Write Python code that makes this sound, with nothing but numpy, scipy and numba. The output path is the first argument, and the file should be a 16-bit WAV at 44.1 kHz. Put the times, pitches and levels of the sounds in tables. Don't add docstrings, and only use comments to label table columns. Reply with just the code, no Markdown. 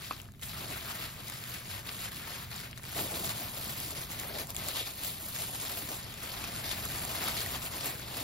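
import sys
import numpy as np
from scipy import signal
from scipy.fft import rfft, irfft
from scipy.io import wavfile
from scipy.ndimage import uniform_filter1d
from numba import njit

SR = 44100
rng = np.random.default_rng(int(sys.argv[2]) if len(sys.argv) > 2 else 0)


def materialize(psi):
    bounded = np.clip(np.atleast_2d(psi).T, -1, 1)
    quanta = np.round(bounded * 32767).astype(np.int16)
    wavfile.write(sys.argv[1], SR, quanta)


def boost(x):
    u = np.asarray(x, float) / 20
    return 10 ** u


N = 362943

LOW_HZ, HIGH_HZ = 180, 17000
PINCH_OCTAVES = 0.35


def rustle(count=40000, order=3):
    when, force = rng.random((count, 2)).T
    s = when * N / SR
    at = (when * N).astype(int)
    flurry_db = (0.063 * walk(30) + 2.0 * walk(70) + 2.0 * walk(300))[at]
    crease_db = flurry_db - 2.49 * np.log(1 - 0.99 * force)
    pitch, lag, share = rng.random((3, order, count))
    hz = LOW_HZ * (HIGH_HZ / LOW_HZ) ** pitch ** 0.6
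    octave = np.log2(hz / LOW_HZ).astype(int)
    busy_db = 1.44 * np.array([walk(25) for _ in range(7)])
    crease_db = crease_db + busy_db[octave, at]
    worked_db = per_crease(hands, at, hz)
    pinch_db = per_crease(lambda t, f: stirred(t, f, PINCHES, PINCH_OCTAVES), at, hz)
    held = boost(1.6 * pinch_db)
    size = boost(crease_db + worked_db + 10.45 * share - 6.0) * (hz / 4000) ** 0.66
    start_s = s + 0.0006 * lag
    return patches(start_s.ravel(), hz.ravel(), 1.654 * held.ravel(), (size / np.sqrt(held)).ravel())


def walk(rate):
    k = int(SR / rate)
    steps = np.repeat(rng.standard_normal(N // k + 1), k)
    return 0.72 * uniform_filter1d(uniform_filter1d(steps, k), k)[:N]


def patches(s, hz, cycles, size):
    pole = np.exp((2j * np.pi - 1 / np.maximum(cycles, 0.2)) * hz / SR)
    start, turn = np.exp(2j * np.pi * rng.random((len(s), 2)).T)
    return rings(np.clip(s * SR, 0, N - 1).astype(np.int64), pole, size * start, turn)


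@njit
def rings(start, pole, size, turn):
    out = np.zeros((2, N))
    for k in range(len(start)):
        z, fade = size[k] + 0j, abs(pole[k])
        rise, step = 1., fade ** 4
        for i in range(start[k], min(N, start[k] + int(-5 / np.log(fade)) + 1)):
            ring = z * (1 - rise)
            out[0, i] += ring.real
            out[1, i] += (ring * turn[k]).real
            z, rise = z * pole[k], rise * step
    return out


def per_crease(control, at, hz, size=64):
    span = HIGH_HZ / LOW_HZ
    chart_s = np.arange(N // size + 1) * size / SR
    chart_hz = LOW_HZ * span ** np.linspace(0, 1, size + 1)[:, None]
    row = np.round(size * np.log(hz / LOW_HZ) / np.log(span)).astype(int).clip(0, size)
    return control(chart_s, chart_hz)[row, at // size]


# [t/s, effort/dB, share of broad folding/dB, tautness of the sheet/dB]
GRIP = [(0.0, -50.5, 2, -4.6), (0.03, -46, -9, -2.5), (0.16, -49.5, 2.9, -1.3), (0.4, -60, 2.6, 0.5),
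        (0.42, -49, -6, 1), (1.05, -46.5, -1.5, -1.5), (1.15, -47.5, -1.5, -1.5), (2.06, -48.5, -2.5, 0.0),
        (2.69, -52.5, 2.5, -3), (2.94, -51, -2, 1), (2.96, -45.5, 7, 3), (3.59, -45, 0, 0.8),
        (4.61, -46.5, 3.5, 0.4), (5.29, -48, 0, 3.5), (5.79, -44.5, 1.7, 2), (6.14, -46, 1.5, -2.2),
        (7.29, -42.5, 1.3, 0.3), (8.23, -44.5, 4, -0.6)]
# [t/s, length/s, strength/dB, ring of the patches most stirred f/Hz]
TUGS = [(0.429, 0.021, 9, 2950.0), (0.673, 0.3, 10.5, 246), (0.905, 0.061, 6.5, 3000.0),
        (1.044, 0.13, 5, 2010.0), (1.187, 0.046, 7, 250.0), (1.5, 0.26, 0.5, 1500),
        (1.536, 0.07, 4, 3640.0), (1.73, 0.039, 7, 3070.0), (1.837, 0.15, 5.5, 500.0),
        (2.047, 0.15, 6.5, 1910.0), (2.307, 0.21, 6, 1590.0), (2.587, 0.11, 7.5, 7470.0),
        (2.98, 0.1, 5, 2000), (3.167, 0.101, 3, 2880.0), (3.317, 0.091, 7.5, 2850), (3.85, 0.038, 4, 12000),
        (4.296, 0.023, 4, 500.0), (4.396, 0.058, 5.7, 8000.0), (4.765, 0.29, 4, 2820.0),
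        (4.85, 0.148, 6, 7060.0), (5.059, 0.091, 5, 8740.0), (5.405, 0.073, 5, 2040),
        (5.647, 0.074, 3, 3390.0), (5.917, 0.026, -0.5, 700), (6.643, 0.02, 0, 3700),
        (6.706, 0.056, 6, 5040), (7.255, 0.12, 6, 1670), (7.406, 0.055, 4, 6780.0),
        (7.542, 0.025, 4.5, 750.0), (7.869, 0.045, 5, 8000.0)]
# [t/s, length/s, strength/dB, patch ring f/Hz]
PINCHES = [(0.933, .1, 3, 1300), (1.5, .25, 5, 1740), (2.072, 0.086, 2.5, 1900), (3.203, .3, 2.5, 400),
           (3.9, .15, 5, 450), (4.196, 0.22, 1, 2250), (4.35, .12, 8, 500), (4.783, 0.15, 5, 3480),
           (5.047, 0.058, 2, 13000), (5.915, 0.035, 7, 720), (6.645, 0.025, 4, 3720), (6.70, .07, 4, 4740),
           (7.071, 0.041, 8, 700), (7.385, 0.036, 7.5, 4300)]
# [t/s, length/s, depth/dB]
PAUSES = [(0.283, 0.19, 10.5), (0.381, 0.059, 6), (1.142, 0.13, 7.5), (1.403, 0.057, 3), (1.61, 0.17, 2),
          (1.822, 0.035, 9), (2.102, 0.015, 13), (2.21, 0.03, 2), (2.484, 0.023, 5), (2.736, 0.069, 7.5),
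          (2.809, 0.03, 9), (2.907, 0.076, -1), (3.333, 0.038, 8.5), (3.518, 0.058, 3), (3.94, 0.11, 2.5),
          (4.071, 0.054, 9), (4.461, 0.061, 10), (4.538, 0.047, 11.5), (4.842, 0.057, 10),
          (4.926, 0.068, 5.5), (5.189, 0.092, 2.5), (5.522, 0.023, 2.8), (6.076, 0.17, 5.5),
          (6.156, 0.015, 6), (6.515, 0.041, 2.5), (6.81, 0.047, 0.9), (7.575, 0.056, 3.5),
          (7.687, 0.027, 8), (8.008, 0.14, 5), (8.082, 0.083, 3.5)]


def hands(s, hz):
    t, effort_db, folds_db, taut_db = np.transpose(GRIP)
    pauses = np.transpose(PAUSES)
    tug_db = stirred(s, hz, TUGS, 2.3) + stirred(s, hz, PINCHES, PINCH_OCTAVES)
    pause_db = (hz / 3000) ** 0.082 * (pauses[2] @ swell(s, pauses))
    large = np.clip(np.log(1300 / hz) / 0.41, 0, 1)
    middle = np.clip(np.log(3000 / hz) / 0.26, 0, 1) - large
    fine = np.clip(np.log(hz / 5500) / 0.3, 0, 1)
    folds_db, taut_db = np.interp(s, t, folds_db), np.interp(s, t, taut_db)
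    low = large * (folds_db - 2) + middle * (0.1 * folds_db - 0.59 * taut_db - 1.96)
    high = fine * (taut_db + 4.5)
    return np.interp(s, t, effort_db) + 0.96 * (tug_db - pause_db) + low + high


def stirred(s, hz, rows, octaves):
    rows = np.transpose(rows)
    favour = np.exp(-0.5 * (np.log2(hz / rows[3]) / octaves) ** 2)
    return (favour * rows[2]) @ swell(s, rows)


def swell(s, rows):
    return np.exp(-0.5 * ((s - rows[0][:, None]) / rows[1][:, None] * 2.5) ** 2)


# [t/s, patch ring f/Hz, ring peak level/dB, treble crack peak level/dB]
SNAPS = [(5.652, 3790, -37, -27), (1.2985, 1930, -33, -25), (1.439, 3640, -33, -27),
         (1.892, 4900, -20.5, -33), (2.5626, 4650, -39, -28), (2.9478, 1820, -32, -30),
         (2.991, 1320, -29, -30), (3.1423, 3700, -28, -35), (3.246, 3530, -24.5, -26.5),
         (3.275, 5040, -23, -30), (3.2932, 3920, -20, -30), (3.802, 3400, -30, -22),
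         (4.1982, 1960, -38, -23), (4.6855, 4430, -23, -20), (4.8702, 2340, -39, -34),
         (5.036, 4950, -27, -26), (5.0474, 5100, -30, -25), (5.3625, 3500, -31, -24),
         (5.55, 2420, -29, -34), (5.6434, 4180, -30, -32), (6.4408, 2570, -25, -23),
         (6.562, 3640, -29, -27), (6.641, 3700, -29, -35), (6.6924, 4670, -29, -26),
         (6.8535, 3600, -34, -21), (7.0504, 1260, -32, -22), (7.2406, 2660, -45, -22),
         (7.368, 4530, -25, -33), (7.462, 1900, -26.5, -25), (7.876, 3470, -31, -30)]
# [t/s, patch ring f/Hz, ring peak level/dB, crack peak level/dB]
TICKS = [(0.2005, 3100, -31, -42), (0.2164, 4690, -49, -33.5), (0.2553, 2950, -42, -52),
         (0.2874, 1690, -45, -55), (0.3202, 2630, -49, -43), (0.338, 3850, -44, -56),
         (0.348, 3550, -45, -57), (0.395, 3040, -43, -43), (0.414, 4010, -45, -38),
         (0.425, 1990, -34.5, -40), (1.139, 1530, -42, -38), (2.6953, 4590, -47, -46),
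         (2.7122, 4800, -31, -35.5), (2.7296, 2950, -31.5, -54), (2.7761, 3820, -30, -33),
         (2.7816, 4260, -38, -37), (2.796, 1840, -38, -48), (2.839, 2380, -32.5, -37),
         (2.852, 4500, -31, -38), (2.8938, 2670, -41, -35), (4.101, 1230, -38, -33),
         (4.4706, 5080, -39, -30), (4.5044, 5300, -32, -21.5), (4.5251, 3290, -43, -38),
         (4.5471, 2240, -38, -28), (4.555, 4840, -30, -31), (4.565, 3470, -23.5, -21.5),
         (6.141, 3430, -38, -32), (7.996, 1460, -37, -28), (8.0431, 4870, -36, -42)]


def snaps(order=8):
    s, hz, ring_db, crack_db = np.transpose(SNAPS + TICKS)
    near, pitch, lag = rng.random((len(s), 3, order)).transpose(1, 2, 0)
    near_hz = hz * 2.64 ** (2 * near - 1)
    crack_hz = 6000 * (HIGH_HZ / 6000) ** ((np.arange(order)[:, None] + pitch) / order)
    near_s, crack_s = (s + 0.0007 * lag).ravel(), (s + 0.0006 * lag).ravel()
    own = patches(s, hz, 4.2, boost(ring_db - 6.5))
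    neighbours = patches(near_s, near_hz.ravel(), 0.95, np.tile(boost(ring_db - 9.0), order))
    crack = patches(crack_s, crack_hz.ravel(), 3.0, np.tile(boost(crack_db - 2.0), order))
    return own + neighbours + crack


# [t/s, level/dB, brightness/dB per octave]
KNOCKS = [
    (0.1101, -23, -9),
    (0.114, -34, 6.5),
]
# [f/Hz, level/dB, T60/s]
BOX = [(1137, 2.5, 0.019), (700, -32, 0.0075), (2500, -1, 0.0075), (4060, -13, 0.003)]


def knock():
    s, hit_db, bright_db = np.transpose(KNOCKS)[:, :, None]
    t = np.maximum(np.arange(SR // 4) / SR - s, 0)
    wall = 0
    for hz, db, t60 in BOX:
        mode_db = hit_db + db + bright_db * np.log2(hz / BOX[0][0]) - 60 * t / t60
        wall = wall + boost(mode_db) * np.sin(2 * np.pi * hz * t)
    return np.pad(wall.sum(axis=0), (0, N - SR // 4))


def room(x, size=256):
    t60_s, tail_db = 0.11, -2.5
    frames = signal.stft(x, nperseg=size)[2]
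    keep = boost(-120 * size / 2 / SR / t60_s)
    energy = signal.lfilter([0, 1 - keep], [1, -keep], np.abs(frames) ** 2)
    scatter = signal.stft(rng.standard_normal(x.shape), nperseg=size)[2]
    tail = signal.istft(np.sqrt(energy) * scatter / np.std(scatter), nperseg=size)[1]
    return x + boost(tail_db) * tail[:, :N]


def read(hz, points_hz, values):
    return np.interp(np.log(np.maximum(hz, 1)), np.log(points_hz), values)


# [f/Hz, right minus left level/dB, right leads/rad, likeness/0-1]
PORTS = [(300, .3, .37, .93), (560, -.5, -1.21, .8), (1100, -3, -1.21, .82), (2000, -.5, 0, .4),
         (3000, -5.6, -1.57, .53), (4200, -3.4, -.51, .7), (5200, -3.5, -.68, .65), (5550, 1.3, .5, .6),
         (7000, -2.4, 1.86, .64), (8550, 0, 3.14, .97), (10300, 0, 3.96, .74), (11900, 0, 5.6, .72),
         (13000, 0, 6.28, .85)]
# [f/Hz, level/dB]
COLOUR = [(200, 7), (480, -0.5), (670, 4.5), (830, 1.5), (1200, 3), (1550, 1), (2200, 3), (3800, 3.5),
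          (5250, 1.5), (5600, -5.5), (8500, 1.5), (13200, -3.5), (15500, -6)]
TOP_HZ = 15800


def ports(paths):
    hz = np.fft.rfftfreq(N, 1 / SR)
    points_hz, *columns = np.transpose(PORTS)
    right_db, lead, like = (read(hz, points_hz, c) for c in columns)
    bass_loss = 1 + (150 / (hz + 1)) ** 3
    common, stray = rfft(paths) * boost(read(hz, *np.transpose(COLOUR))) / bass_loss * (hz < TOP_HZ)
    right = boost(right_db) * np.exp(1j * lead) * (like * common + np.sqrt(1 - like ** 2) * stray)
    return irfft(np.array([common, right]), N)


# [f/Hz, level/dB per Hz]
AIR = [(12, -15), (20, -10), (65, -0.5), (119, 2.5), (240, -8.5), (287, -18), (420, -18), (550, -50),
       (920, -120)]
# [f/Hz, level/dB]
HUM = [(120.5, -60.5)]


def ventilation():
    t = np.arange(N) / SR
    colour = boost(read(np.fft.rfftfreq(N, 1 / SR), *np.transpose(AIR)))
    mid, side = rfft(rng.standard_normal((2, N))) * colour
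    rumble = irfft(np.array([mid, mid * np.exp(0.35j) + boost(-11) * side]), N)
    effort_db = np.interp(t, *np.transpose(GRIP)[:2])
    air_db = -49 + 2.5 * walk(5) + 0.26 * (effort_db - effort_db.mean())
    hum = 0
    for hz, db in HUM:
        level = boost(db + 3 + 3.0 * walk(4))
        hum = hum + level * np.sin(2 * np.pi * hz * np.cumsum(1 + 0.021 * walk(6)) / SR)
    return rumble / np.std(rumble) * boost(air_db) + hum


def scene():
    paper, stiff, box = rustle(), snaps(), knock()
    snap_wet = 0.54
    echoing = room(paper + snap_wet * stiff + 0.33 * box)
    direct = (1.3 - snap_wet) * stiff + 0.38 * box
    return ports(echoing + direct) + ventilation()


def thrift(x, size=1024):
    lead, mono_hz = 2 * size - 838, 12400
    pair = np.array([x[0] + x[1], x[0] - x[1]])
    pair = np.pad(pair, ((0, 0), (lead, 3 * size - (N + lead) % size))) / 2
    n, line = np.arange(2 * size) + 0.5, np.arange(size) + 0.5
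    window = np.sqrt(2 / size) * np.sin(np.pi * n / size / 2)
    basis = window * np.cos(np.pi / size * np.outer(line, n + size / 2))
    hops = pair.reshape(2, -1, size)
    frames = basis @ np.concatenate([hops[:, :-1], hops[:, 1:]], axis=2).transpose(0, 2, 1)
    hz, t = line * SR / size / 2, np.arange(1, hops.shape[1]) * size / SR
    wide, fine = band_energy(frames, count=16 * 2), band_energy(frames, count=4)
    both = wide.sum(axis=0)
    bar = boost(-15.5 + 5 * uniform_filter1d(rng.standard_normal(len(t)), size=3))
    overall = both[(hz > 3000) & (hz < TOP_HZ)].mean(axis=0)
    masked = (wide < bar * both) & (hz > 6800)[:, None]
    masked = masked | (fine < bar * boost(-3.5) * overall)
    masked[1, hz > mono_hz] = True
    masked[:, hz > TOP_HZ] = True
    ticks = uniform_filter1d((np.diff(pair, n=2) ** 2).sum(axis=0), size=128)[::128]
    jump = ticks[8:] / (uniform_filter1d(ticks, size=8, origin=3)[7:-1] + 1e-18)
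    click_s = (np.flatnonzero(jump > 7.5) + 8) * 128 / SR
    steady = (np.abs(t[:, None] - click_s) > size / 2 / SR).all(axis=1)
    keep = ~(masked & (hz > 1300)[:, None] & steady)
    blocks = (basis.T @ (frames * keep)).transpose(0, 2, 1)
    lapped = (blocks[:, 1:, :size] + blocks[:, :-1, size:]).reshape(2, -1)
    mid, side = lapped[:, lead - size:lead - size + N]
    return np.array([mid + side, mid - side])


def band_energy(frames, count):
    lines = np.arange(frames.shape[1])
    return np.add.reduceat(np.abs(frames) ** 2, lines[::count], axis=1)[:, lines // count] / count


def band_limit(x):
    return signal.sosfilt(signal.butter(12, 16410, fs=SR, output="sos"), x)


def record(dry):
    mix = thrift(dry)
    return band_limit(mix)


dry = scene()
out = record(dry)
materialize(out)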